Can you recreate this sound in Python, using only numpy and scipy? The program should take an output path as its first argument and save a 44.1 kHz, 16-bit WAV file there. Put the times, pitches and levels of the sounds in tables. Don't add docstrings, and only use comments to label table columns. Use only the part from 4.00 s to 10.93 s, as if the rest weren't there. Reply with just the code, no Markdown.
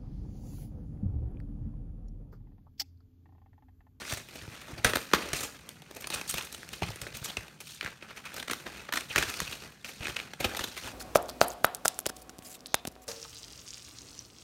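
import sys
import numpy as np
from scipy import signal
from scipy.io import wavfile
from scipy.ndimage import uniform_filter1d

SR = 44100
rng = np.random.default_rng(int(sys.argv[2]) if len(sys.argv) > 2 else 0)


def log_audio(samples):
    frames = np.atleast_2d(samples).T
    limited = np.clip(frames, -1, 1)
    pcm = np.round(limited * 32767).astype(np.int16)
    wavfile.write(sys.argv[1], SR, pcm)


N = 305600

# [peak_s, level_db, patch_pitch_hz, thud_re_level_db, sizzle_re_level_db,
#                      rise_to_half_ms, fall_to_half_ms]
SNAPS = [(0.026, -47, 2250, -24, -10, 6.3, 6), (0.0996, -46, 2840, -13, -2, 4.1, 3.5),
         (0.1246, -30.5, 2340, -3, -2.5, 1.4, 2), (0.1363, -34.5, 1860, -5.5, -2, 1.1, 2.5),
         (0.173, -39.5, 2150, -5, -3, 2.1, 7.7), (0.1995, -44.5, 2260, -3.5, -16, .8, 4.8),
         (0.287, -42, 2580, -6, -9, .5, 1.6), (0.3576, -46.5, 2440, 5.5, -3, 2.1, 3.3),
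         (0.422, -50, 2400, 2, 0, 1, 1.5), (0.4783, -48.5, 2430, 7, -13, 1.5, 1.4),
         (0.6158, -45, 2390, -13, -6, 1.4, 2.7), (0.7839, -44, 4550, -6, -15, 5.3, 6.1),
         (0.8458, -13, 1480, -10.5, -7.5, 0.35, 4.1), (0.8684, -31.5, 1380, -6, -8, 1.9, 8.8),
         (0.898, -32, 1460, -14, -7, 3.4, 6.7), (0.9351, -22, 1630, -2.5, -15, .23, 1.9),
         (0.9597, -22.5, 1490, -4, -7, 4.5, 1.2), (0.9705, -24, 1580, -1.5, -11, 1, 0.81),
         (1.115, -33.5, 1460, -6, -16, 1.1, .5), (1.134, -21, 2480, -3, -17, .27, 1.7),
         (1.1366, -9.5, 1240, -4, -18.5, 1.37, 1.43), (1.1486, -23, 1370, -13, -12, 4.1, 3.3),
         (1.2886, -36, 5730, -18, -4, 1, 1.3), (1.332, -24.5, 1820, -5, -3.5, .18, 3.3),
         (1.365, -43.5, 1750, -8, 5, 3.9, 17), (1.4069, -36, 5290, -3, 2.5, .7, 5.4),
         (1.4349, -37, 2330, -6, 1.5, 4.7, 12.6), (1.6913, -37, 3020, -7, 2, 1, 0.76),
         (1.8211, -46.5, 3000, -1, -6, 1.5, 2.1), (1.913, -43, 1240, -0.5, -6, 2.5, 0.68),
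         (1.95, -50, 4500, -10, 5, 1, 1.5), (1.968, -43.5, 2440, 1, -.5, 4.1, 2.9),
         (2.011, -48, 5000, -8, 4, 5, 3), (2.023, -42.5, 2500, -14, -2, 1.1, 2.1),
         (2.0427, -30.5, 2320, -12, -17, 0.16, 2.3), (2.0721, -31.5, 4460, -13, -2, 1.1, 1.8),
         (2.103, -31.5, 4000, -5.5, -4, 0.91, 2.9), (2.1254, -35, 2590, -11, -19, 1.5, 3.4),
         (2.1475, -34.5, 3840, -6, 2.5, 8.2, 2.7), (2.1995, -41, 2860, -6, -15, 6.2, 2.4),
         (2.2125, -30, 2700, -8, -8, .2, 1.9), (2.2786, -44, 4270, -18, 5, 1.2, 2.7),
         (2.2966, -37.5, 4200, -25, 9, 2.5, 5.1), (2.3106, -42, 4060, -30, 14, 1.1, 1.9),
         (2.342, -27.5, 3670, -5.5, -5, 1.3, 1.6), (2.3819, -27.4, 2790, -14, -6.5, 0.85, 2.3),
         (2.411, -32, 2940, -14, -23, 1.2, 1.6), (2.4246, -46.5, 1830, -10, 8, .72, 1.4),
         (2.449, -49, 4500, -10, 8.5, 0.73, 5), (2.527, -43, 5080, -5, 5, 1.6, 2.4),
         (2.5493, -40, 3460, -9, -1.5, 4, 1.3), (2.631, -35, 1360, -7, -11, .2, .62),
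         (2.6905, -38.5, 2780, -9, -1, 0.84, 0.6), (2.7355, -39.5, 2750, -7, -7, 4.2, 1.4),
         (2.823, -30.5, 2490, 7.5, -16, 2.3, 0.47), (2.8315, -28, 2440, -12, -16, .57, 3.1),
         (2.888, -33, 1360, -5, -15, 0.18, 1.4), (2.9032, -43.5, 5260, 3, -4, 1, 3.6),
         (2.959, -43.5, 1720, -1, 1, 1.1, 2.7), (3.017, -35, 5250, -11, -1, 1.6, 3.2),
         (3.0672, -32.5, 1640, -4, -24, 0.44, 1.7), (3.1435, -44, 3000, -21, -9, 1.2, 2),
         (3.1718, -42, 2940, -4, 5, 2, 1.7), (3.228, -39.5, 1570, -3, -11, 0.65, 0.69),
         (3.247, -42, 4600, -14, 8, 4.3, 4.3), (3.259, -34, 5500, -16, -7, 4.6, 2),
         (3.289, -41, 3040, -6, -9, 5.4, 7.1), (3.304, -35, 3400, -11, -18, 5, 1.7),
         (3.3698, -24, 2700, -8.5, -14, 0.53, 1.64), (3.4813, -43.5, 2600, -6, -13, .7, 2.2),
         (3.6036, -43.5, 2470, -8, .5, .6, 8.2), (3.8102, -22.5, 2230, -27, -21, 0.24, 0.86),
         (3.829, -34.5, 2100, -4.5, -15, 0.67, 2), (3.8475, -28.5, 1690, -8.5, -13, 0.54, .72),
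         (3.8616, -26, 1650, -18, -30, .6, 1.3), (3.8684, -33, 1630, -14, -17, .46, .8),
         (3.8775, -36, 1780, -6, -23, 2, 1.2), (4.025, -39, 2220, -3.5, -23, 0.79, 2.1),
         (4.108, -43, 1270, -9, -16, 2.3, 5.3), (4.1751, -43, 2440, -13, -12, 2.1, 3.1),
         (4.2543, -39.5, 2450, -21, -7, .93, 3.8), (4.3425, -39.5, 3940, -3, 2.5, 0.42, 1.2),
         (4.3649, -36.5, 4900, -10, -5, 1, 4.4), (4.3832, -40, 1460, -2, -4, 3.2, 1.6),
         (4.401, -35, 3630, -18, -10, 4.4, 3.2), (4.428, -34.5, 1670, -11.5, -10, 1.7, 2.5),
         (4.483, -33.8, 1800, -7.5, -10, 4.4, 1.5), (4.499, -26, 1280, -8, -16, 1, 1.7),
         (4.513, -28, 1910, -5, -5.5, 2.6, 3.3), (4.5344, -25, 1580, -14, -10, 1.6, 0.98),
         (4.666, -37, 1650, -3.5, -18, 4, 4.6), (4.693, -46, 1560, -7, -15, 1.3, 2.7),
         (4.892, -35.5, 1610, -5, -26, 3.6, 2.8), (4.926, -23.5, 1350, -19, -12, 1.6, 1.7),
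         (4.937, -25.5, 1540, -10, -9, 0.67, 3.9), (4.9604, -31.5, 1420, -15, -5, 3.7, 2.2),
         (4.9741, -23.5, 1710, -15.5, -9, 2.5, 2), (5.009, -32.5, 2100, -22, -8, 1.7, 1.2),
         (5.1138, -36, 2780, -12.5, -27, 10.5, 3.5), (5.16, -13, 2040, -15, -12.5, 0.32, 1.7),
         (5.1804, -19, 2340, -6.5, -9.5, 1, 3.9), (5.1851, -24, 2400, -11, -5, 0.74, 1.5),
         (5.2263, -20, 1700, -19, -11.5, 1.2, 1.7), (5.288, -41, 1430, -8, -17, 5.5, 4.7),
         (5.301, -33, 2610, -10, -3, 1.5, 1.7), (5.34, -29.5, 2100, -21, -10, .2, 2.6),
         (5.403, -20.5, 1250, -30, -3, 0.26, 0.83), (5.419, -34, 2650, -1.5, -13, 2.1, 2),
         (5.479, -37, 2650, -14, -14, 7.7, 1.8), (5.5295, -34.5, 2740, -13.5, -12, 4.1, 4),
         (5.6242, -43.5, 1570, -6, -9, 3.3, 1.1), (5.846, -38.5, 2630, -10, -10, 0.71, 8.6),
         (5.8908, -43, 2150, -6.5, -4, 1.9, 8.6), (6.03, -40.5, 2520, -4.5, -24, 5.7, 14),
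         (6.057, -29.5, 2220, -11.5, -28, 2.5, 1), (6.0701, -28, 1990, -14, -13, 0.67, 2.2),
         (6.0823, -30, 1710, -2.5, -11, .18, 1.3), (6.0992, -37, 2870, -5, -17, 2.6, 3.3),
         (6.1681, -27, 2530, -14, -15, 4.1, 1.4), (6.1905, -33, 2590, -11, -18, .8, 2.4),
         (6.2, -27, 2380, -14, -23, .2, 1.3), (6.335, -32.5, 1850, -6, -11, 0.24, 1.7),
         (6.4065, -33, 2180, 0.5, -4.5, 4.3, 4.7), (6.447, -22.5, 2570, -3.5, -12.5, 3.3, 5.2),
         (6.5494, -28.5, 1610, -8, -13, 1.5, .8), (6.573, -33, 3580, -5, -2, 4.9, 1.6),
         (6.5933, -28, 1700, -8, -9, 1.2, 3), (6.6103, -35, 3000, -3, -9, 2.8, 6.6),
         (6.6425, -28, 3680, -9, -8.5, 3.6, 2.7), (6.7671, -38.5, 2630, -6.5, -8, .97, 4.9),
         (6.777, -36, 1970, -12, -9.5, 0.91, 7), (6.872, -42.5, 940, -12, -28, 8, 12)]
# [freq_hz, relative_db]
THUD_COLOUR = [(90, -38), (190, -2.5), (300, -0.5), (520, -1), (900, -6), (1600, -60)]
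CRACK_COLOUR = [(500, -31.5), (950, 6.5), (1300, 12), (2500, 7.5), (4200, 11.5), (6000, 1), (9000, -14)]
SIZZLE_COLOUR = [(3500, -34.5), (6000, -1.5), (9000, -0.5), (13000, -7.5), (16000, -13)]


def snaps(patch_width_hz=900, uneven_db=2, fizz_width_hz=1600, fizz_db=-4.5):
    rows = ticks() + SNAPS
    before = 1024
    ms = np.arange(-before, 2048) / SR * 1000
    noise = rng.standard_normal((len(rows), 4, len(ms)))
    *cracks, sizes = noise.transpose(1, 0, 2)
    shapes = np.array([gain_of(swell_db(ms, rise_ms, fall_ms)) for *_, rise_ms, fall_ms in rows])
    uneven = gain_of(uneven_db * evened(uniform_filter1d(sizes, 20, axis=1)))
    cracks = np.array(cracks) * shapes * uneven
    fizz_hz = 6960 + (14100 - 6960) * rng.random(len(rows))
    broad = part(cracks[0], CRACK_COLOUR)
    thud = part(cracks[1], THUD_COLOUR)
    sizzle = part(cracks[0], SIZZLE_COLOUR)
    out = np.zeros(N + len(ms))
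    for i, (peak_s, level_db, patch_hz, thud_db, sizzle_db, *_) in enumerate(rows):
        patch_share = np.clip(0.3 - 0.02 * sizzle_db, 0, 1)
        patch = ring(cracks[2][i], np.full(len(ms), patch_hz), patch_width_hz)
        fizz = ring(cracks[2][i], np.full(len(ms), fizz_hz[i]), fizz_width_hz)
        burst = np.sqrt(patch_share) * evened(patch) + np.sqrt(1 - patch_share) * evened(broad[i])
        burst += gain_of(thud_db) * evened(thud[i])
        burst += gain_of(sizzle_db) * (evened(sizzle[i]) + gain_of(fizz_db) * evened(fizz))
        shape_rms = np.sqrt(np.mean(shapes[i] ** 2))
        out[round(peak_s * SR):][:len(ms)] += gain_of(level_db) * shape_rms * burst
    return out[before:before + N]


def ticks(count=45, over_rustle_db=6.5, spread_db=2, time_scale_ms=2.9):
    level_db, tilt_db, body_db = handling()
    place, pitch, size, rise, fall = rng.random((count, 5)).T
    at = ((np.arange(count) + place) / count * (N - 1)).astype(int)
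    tick_db = level_db[at] + over_rustle_db + spread_db * (2 * size - 1)
    pitch_hz = 1400 * 3.2 ** pitch
    rise_ms, fall_ms = time_scale_ms * (0.25 + rise), time_scale_ms * (0.55 + fall)
    return list(zip(at / SR, tick_db, pitch_hz, -3 + body_db[at], -7 + tilt_db[at], rise_ms, fall_ms))


# [freq_hz, relative_db]
LOW_CRACK_COLOUR = [(500, -18.5), (950, -7.5), (1400, -1), (2500, -4), (3400, -12), (5500, -20)]
HIGH_CRACK_COLOUR = [(1200, -14), (2200, -7.5), (3200, -3.5), (4400, 0), (6000, -4), (9000, -15.5)]


def rustle(per_s=6000, spread_db=1.5, shared_db=2.0, own_db=1.5, clump_s=0.0045,
           crease_db=-7, crease_s=0.008, crease_width_hz=600):
    level_db, tilt_db, body_db = handling()
    sizzle_db = -3.5 + 0.5 * tilt_db
    size = gain_of(spread_db * np.minimum(rng.exponential(1, N), 4))
    size = size * (rng.random(N) < per_s / SR)
    size = size * gain_of(shared_db * clumps(clump_s))

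    def crackle(re_level_db):
        grains = size * rng.standard_normal(N) * gain_of(own_db * clumps(clump_s))
        return gain_of(level_db + re_level_db) * evened(grains)

    low, high = crackle(-tilt_db / 2), crackle(tilt_db / 2)
    body, sizzle = crackle(body_db), crackle(sizzle_db)
    crease_index = np.cumsum(rng.random(N) < 1 / (crease_s * SR))
    crease = rng.random((N, 2))[crease_index].T
    pitched = ring(low, 1100 + 1600 * crease[0], crease_width_hz)
    pitched += ring(high, 2500 + 2500 * crease[1], crease_width_hz)
    broad = part(low, LOW_CRACK_COLOUR) + part(high, HIGH_CRACK_COLOUR)
    broad += part(body, THUD_COLOUR) + part(sizzle, SIZZLE_COLOUR)
    return broad + gain_of(crease_db) * pitched


def clumps(seconds):
    width = int(seconds * SR)
    return evened(uniform_filter1d(uniform_filter1d(rng.standard_normal(N), width), width))


# [peak_s, level_db, rise_to_half_ms, fall_to_half_ms, brightness_db, body_re_level_db]
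PUSHES = [(0.02, -49, 47, 42, -0.5, -2), (0.117, -45.5, 53, 46, 5.5, -7.5), (0.374, -52.5, 56, 81, 1.5, -3),
          (0.546, -53, 35, 110, -2, -3.5), (0.711, -52.5, 37, 27, -1, 4), (0.791, -53, 20, 13, -4, 8),
          (0.863, -34, 12, 22, -7.5, 1.5), (0.955, -44.5, 25, 77, -1.5, -12), (1.15, -43, 17, 124, -4, 1),
          (1.35, -41.5, 13, 61, 4.5, -5.5), (1.435, -50.5, 30, 28, -2, -2), (1.7, -63.5, 60, 54, -2, -2),
          (2.05, -57, 130, 56, -1, 2.5), (2.143, -42.5, 31, 44, -0.5, -4), (2.295, -48, 16, 63, 18, -10),
          (2.395, -46, 79, 39, 0, -4), (2.542, -56, 33, 170, 5.5, -0.5), (2.736, -51.5, 13, 51, 7, -3),
          (2.829, -47.5, 11, 105, -1, -9), (3.03, -54.5, 30, 90, 1, 4), (3.163, -49.5, 20, 18, 6.5, -7),
          (3.255, -49, 29, 55, 3.5, -4), (3.39, -52, 25, 47, -2.5, -2), (3.61, -63, 4, 25, 3, -2),
          (3.692, -55, 38, 70, 15, -13), (3.864, -50.5, 43, 39, -6, -4), (4.036, -56, 20, 35, -6.5, -3),
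          (4.105, -56, 19, 25, -9, -2), (4.175, -48.5, 12, 16, -1, -4), (4.26, -48.5, 14, 29, -6, -7),
          (4.385, -51.5, 64, 39, 0, -1.5), (4.515, -53, 26, 82, 4, -2), (4.68, -54.5, 35, 40, -3, 3),
          (4.775, -51, 55, 59, -3.5, -2.5), (4.959, -45, 18, 47, 2, -3), (5.113, -45, 18, 38, -1.5, -12),
          (5.178, -36, 18, 54, -1.5, -2.5), (5.3, -44.5, 37, 96, 2, -8.5), (5.4, -47.5, 40, 82, 7, -9),
          (5.535, -51, 47, 47, 3, -1), (5.65, -57.5, 31, 51, -2, 0.5), (5.852, -54.5, 5.3, 200, 6, -6),
          (6.01, -49.5, 6, 40, 0, 5), (6.074, -45.5, 36, 34, 0, -7), (6.186, -50, 30, 58, -3.5, 0),
          (6.433, -45.5, 27, 150, -2.5, 0), (6.632, -52.5, 50, 83, 17, -4),
          (6.78, -51.5, 7.4, 51, 10, -14.5), (6.859, -46, 30, 37, 3, -1.5)]


def handling(rest_db=-68):
    ms = np.arange(0, N + 64, 64) / SR * 1000
    power = np.array([gain_of(2 * (level_db + swell_db(ms - peak_s * 1000, rise_ms, fall_ms)))
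                      for peak_s, level_db, rise_ms, fall_ms, *_ in PUSHES])
    total = power.sum(0) + gain_of(2 * rest_db)
    tilt_db, body_db = np.array(PUSHES)[:, 4:].T @ power / total
    sample_ms = np.arange(N) / SR * 1000
    return [np.interp(sample_ms, ms, curve) for curve in (10 * np.log10(total), tilt_db, body_db)]


# [peak_s, level_db, pitch_hz]
KNOCKS = [(0.131, -31.5, 121), (0.434, -40, 95), (0.483, -38, 131), (0.735, -36.5, 139), (0.791, -37, 108),
          (0.857, -21.5, 99), (0.965, -38, 111), (1.14, -27, 168), (1.337, -31.5, 151), (1.413, -44, 133),
          (1.441, -42, 122), (2.156, -41, 114), (2.346, -34, 143), (2.826, -25, 170), (2.839, -28, 155),
          (2.897, -33, 111), (3.028, -38, 118), (3.148, -44, 123), (3.221, -37.5, 128), (3.387, -39, 99),
          (3.855, -40, 128), (4.517, -44, 113), (5.105, -43.5, 124), (5.167, -36, 117), (5.19, -31, 145),
          (5.28, -43, 96), (5.422, -32, 167), (5.49, -40, 115), (6.011, -35, 106), (6.096, -38, 117),
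          (6.412, -35.5, 130), (6.46, -32.5, 94.5), (6.613, -38, 92), (6.86, -39.5, 90)]


def knocks(frame_hz=62, frame_db=-6, frame_fall_ms=9):
    before = 2048
    ms = np.arange(-before, 8192) / SR * 1000
    out = np.zeros(N + len(ms))
    phases_turns = rng.random((len(KNOCKS), 2))
    for (peak_s, level_db, pitch_hz), (top_turn, frame_turn) in zip(KNOCKS, phases_turns):
        rise_ms, fall_ms = 0.53 * 1000 / pitch_hz, 0.59 * 1000 / pitch_hz
        top = np.cos(2 * np.pi * (pitch_hz * ms / 1000 + top_turn))
        top *= gain_of(swell_db(ms, rise_ms, fall_ms))
        frame = np.cos(2 * np.pi * (frame_hz * ms / 1000 + frame_turn))
        frame *= gain_of(frame_db + swell_db(ms, rise_ms, frame_fall_ms))
        out[round(peak_s * SR):][:len(ms)] += gain_of(level_db) * (top + frame)
    return out[before:before + N]


# [freq_hz, relative_db_per_hz]
SHAKE_COLOUR = [(12, -47), (20, -26), (45, -3), (64, 7.5), (155, -6.5), (189, -0.5), (253, -1), (300, -11),
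                (390, -55), (660, -120)]


def table(offset_db=-3, follow_db_per_db=0.72, middle_db=-58):
    level_db, _, body_db = handling()
    shake_db = offset_db + middle_db + follow_db_per_db * (level_db + body_db - middle_db)
    return gain_of(shake_db) * part(rng.standard_normal(N), SHAKE_COLOUR)


def room(x, turn_hz=3.3):
    turn = 2 * np.pi * turn_hz * np.arange(N) / SR
    out = np.zeros(N)
    for k in range(3):
        feed = x * np.sqrt(2 / 3) * np.cos(turn + k * np.pi / 3)
        out += signal.fftconvolve(feed, reflections())[:N]
    return out


# [freq_hz, t60_s]
ROOM_DECAY = [(120, 0.47), (870, 0.36), (2300, 0.22), (6000, 0.35), (14000, 0.46)]


def reflections():
    taps = np.zeros(SR)
    at = np.arange(120, SR - 16, 16)
    taps[at + rng.integers(0, 16, len(at))] = rng.choice([-1., 1.], len(at))
    hz, t, bands = signal.stft(taps, SR, nperseg=256)
    decay_db = -60 * t / read(ROOM_DECAY, hz)[:, None]
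    tail = signal.istft(bands * gain_of(decay_db), SR, nperseg=256)[1]
    return tail / np.linalg.norm(tail)


# [freq_hz, relative_db_per_hz]
AIR_COLOUR = [(15, -13.5), (25, -12.5), (153, 22.5), (545, -7), (988, -7), (1260, -17.5), (2480, -19),
              (7710, -8), (9070, -15), (16000, -27)]


def hush(level_db=-60):
    return gain_of(level_db) * part(rng.standard_normal(N), AIR_COLOUR)


def swell_db(ms, rise_ms, fall_ms):
    return -6 * np.where(ms < 0, (ms / max(rise_ms, 0.1)) ** 2, ms / max(fall_ms, 0.1))


def ring(x, hz, width_hz):
    twice = resonate(resonate(x, hz, width_hz), hz, width_hz)
    return twice / np.sqrt(np.pi * width_hz / SR / 2)


def resonate(x, hz, width_hz):
    turn = np.exp(2j * np.pi * np.cumsum(hz) / SR)
    r = np.exp(-np.pi * width_hz / SR)
    smooth = signal.lfilter([1 - r], [1, -r], x / turn + 1e-18)
    return 2 * (turn * smooth).real


def part(x, points):
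    closed = [(1, -90)] + list(points) + [(SR / 2, -90)]
    y, level = colour(x, lambda hz: read(closed, hz))
    return y / level


def colour(x, db_at, size=4096):
    curve_db = db_at(abs(np.fft.fftfreq(size, 1 / SR)))
    log_gain = np.log(gain_of(np.maximum(curve_db, -100)))
    taps = np.fft.ifft(np.exp(np.conj(signal.hilbert(log_gain)))).real[:size // 2]
    y = signal.oaconvolve(np.atleast_2d(x), taps[None], axes=1)
    return y[:, :x.shape[-1]].reshape(x.shape), np.linalg.norm(taps)


def read(points, hz):
    f, value = np.transpose(points)
    return np.interp(np.log(hz + 1), np.log(f + 1), value)


def gain_of(db):
    return 10 ** (np.asarray(db) / 20)


def evened(x):
    return x / np.sqrt(np.mean(x ** 2) + 1e-20)


def scene():
    near = snaps() + rustle() + knocks()
    return (near + gain_of(-10.0) * room(near) + table() + hush())[None]


# [freq_hz, width_hz, gain_db]
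TABLE_REFLECTION = [(1240, 240, 0.5), (2505, 150, 3.5), (4700, 330, 1), (4830, 870, -4), (7730, 680, -4),
                    (10440, 890, -7)]


def record(dry, rumble_cut_hz=19, edge_hz=15850):
    def reflection_db(hz):
        return sum(gain_db / (1 + ((hz - f) / width_hz * 2) ** 2) for f, width_hz, gain_db in TABLE_REFLECTION)

    heard = colour(dry[0], reflection_db)[0]
    heard = signal.sosfilt(signal.butter(2, rumble_cut_hz, "high", fs=SR, output="sos"), heard)
    band = signal.firwin(511, edge_hz, window=("kaiser", 9), fs=SR)
    return signal.oaconvolve(heard, band, "same")[None]


dry = scene()
out = record(dry)
log_audio(out)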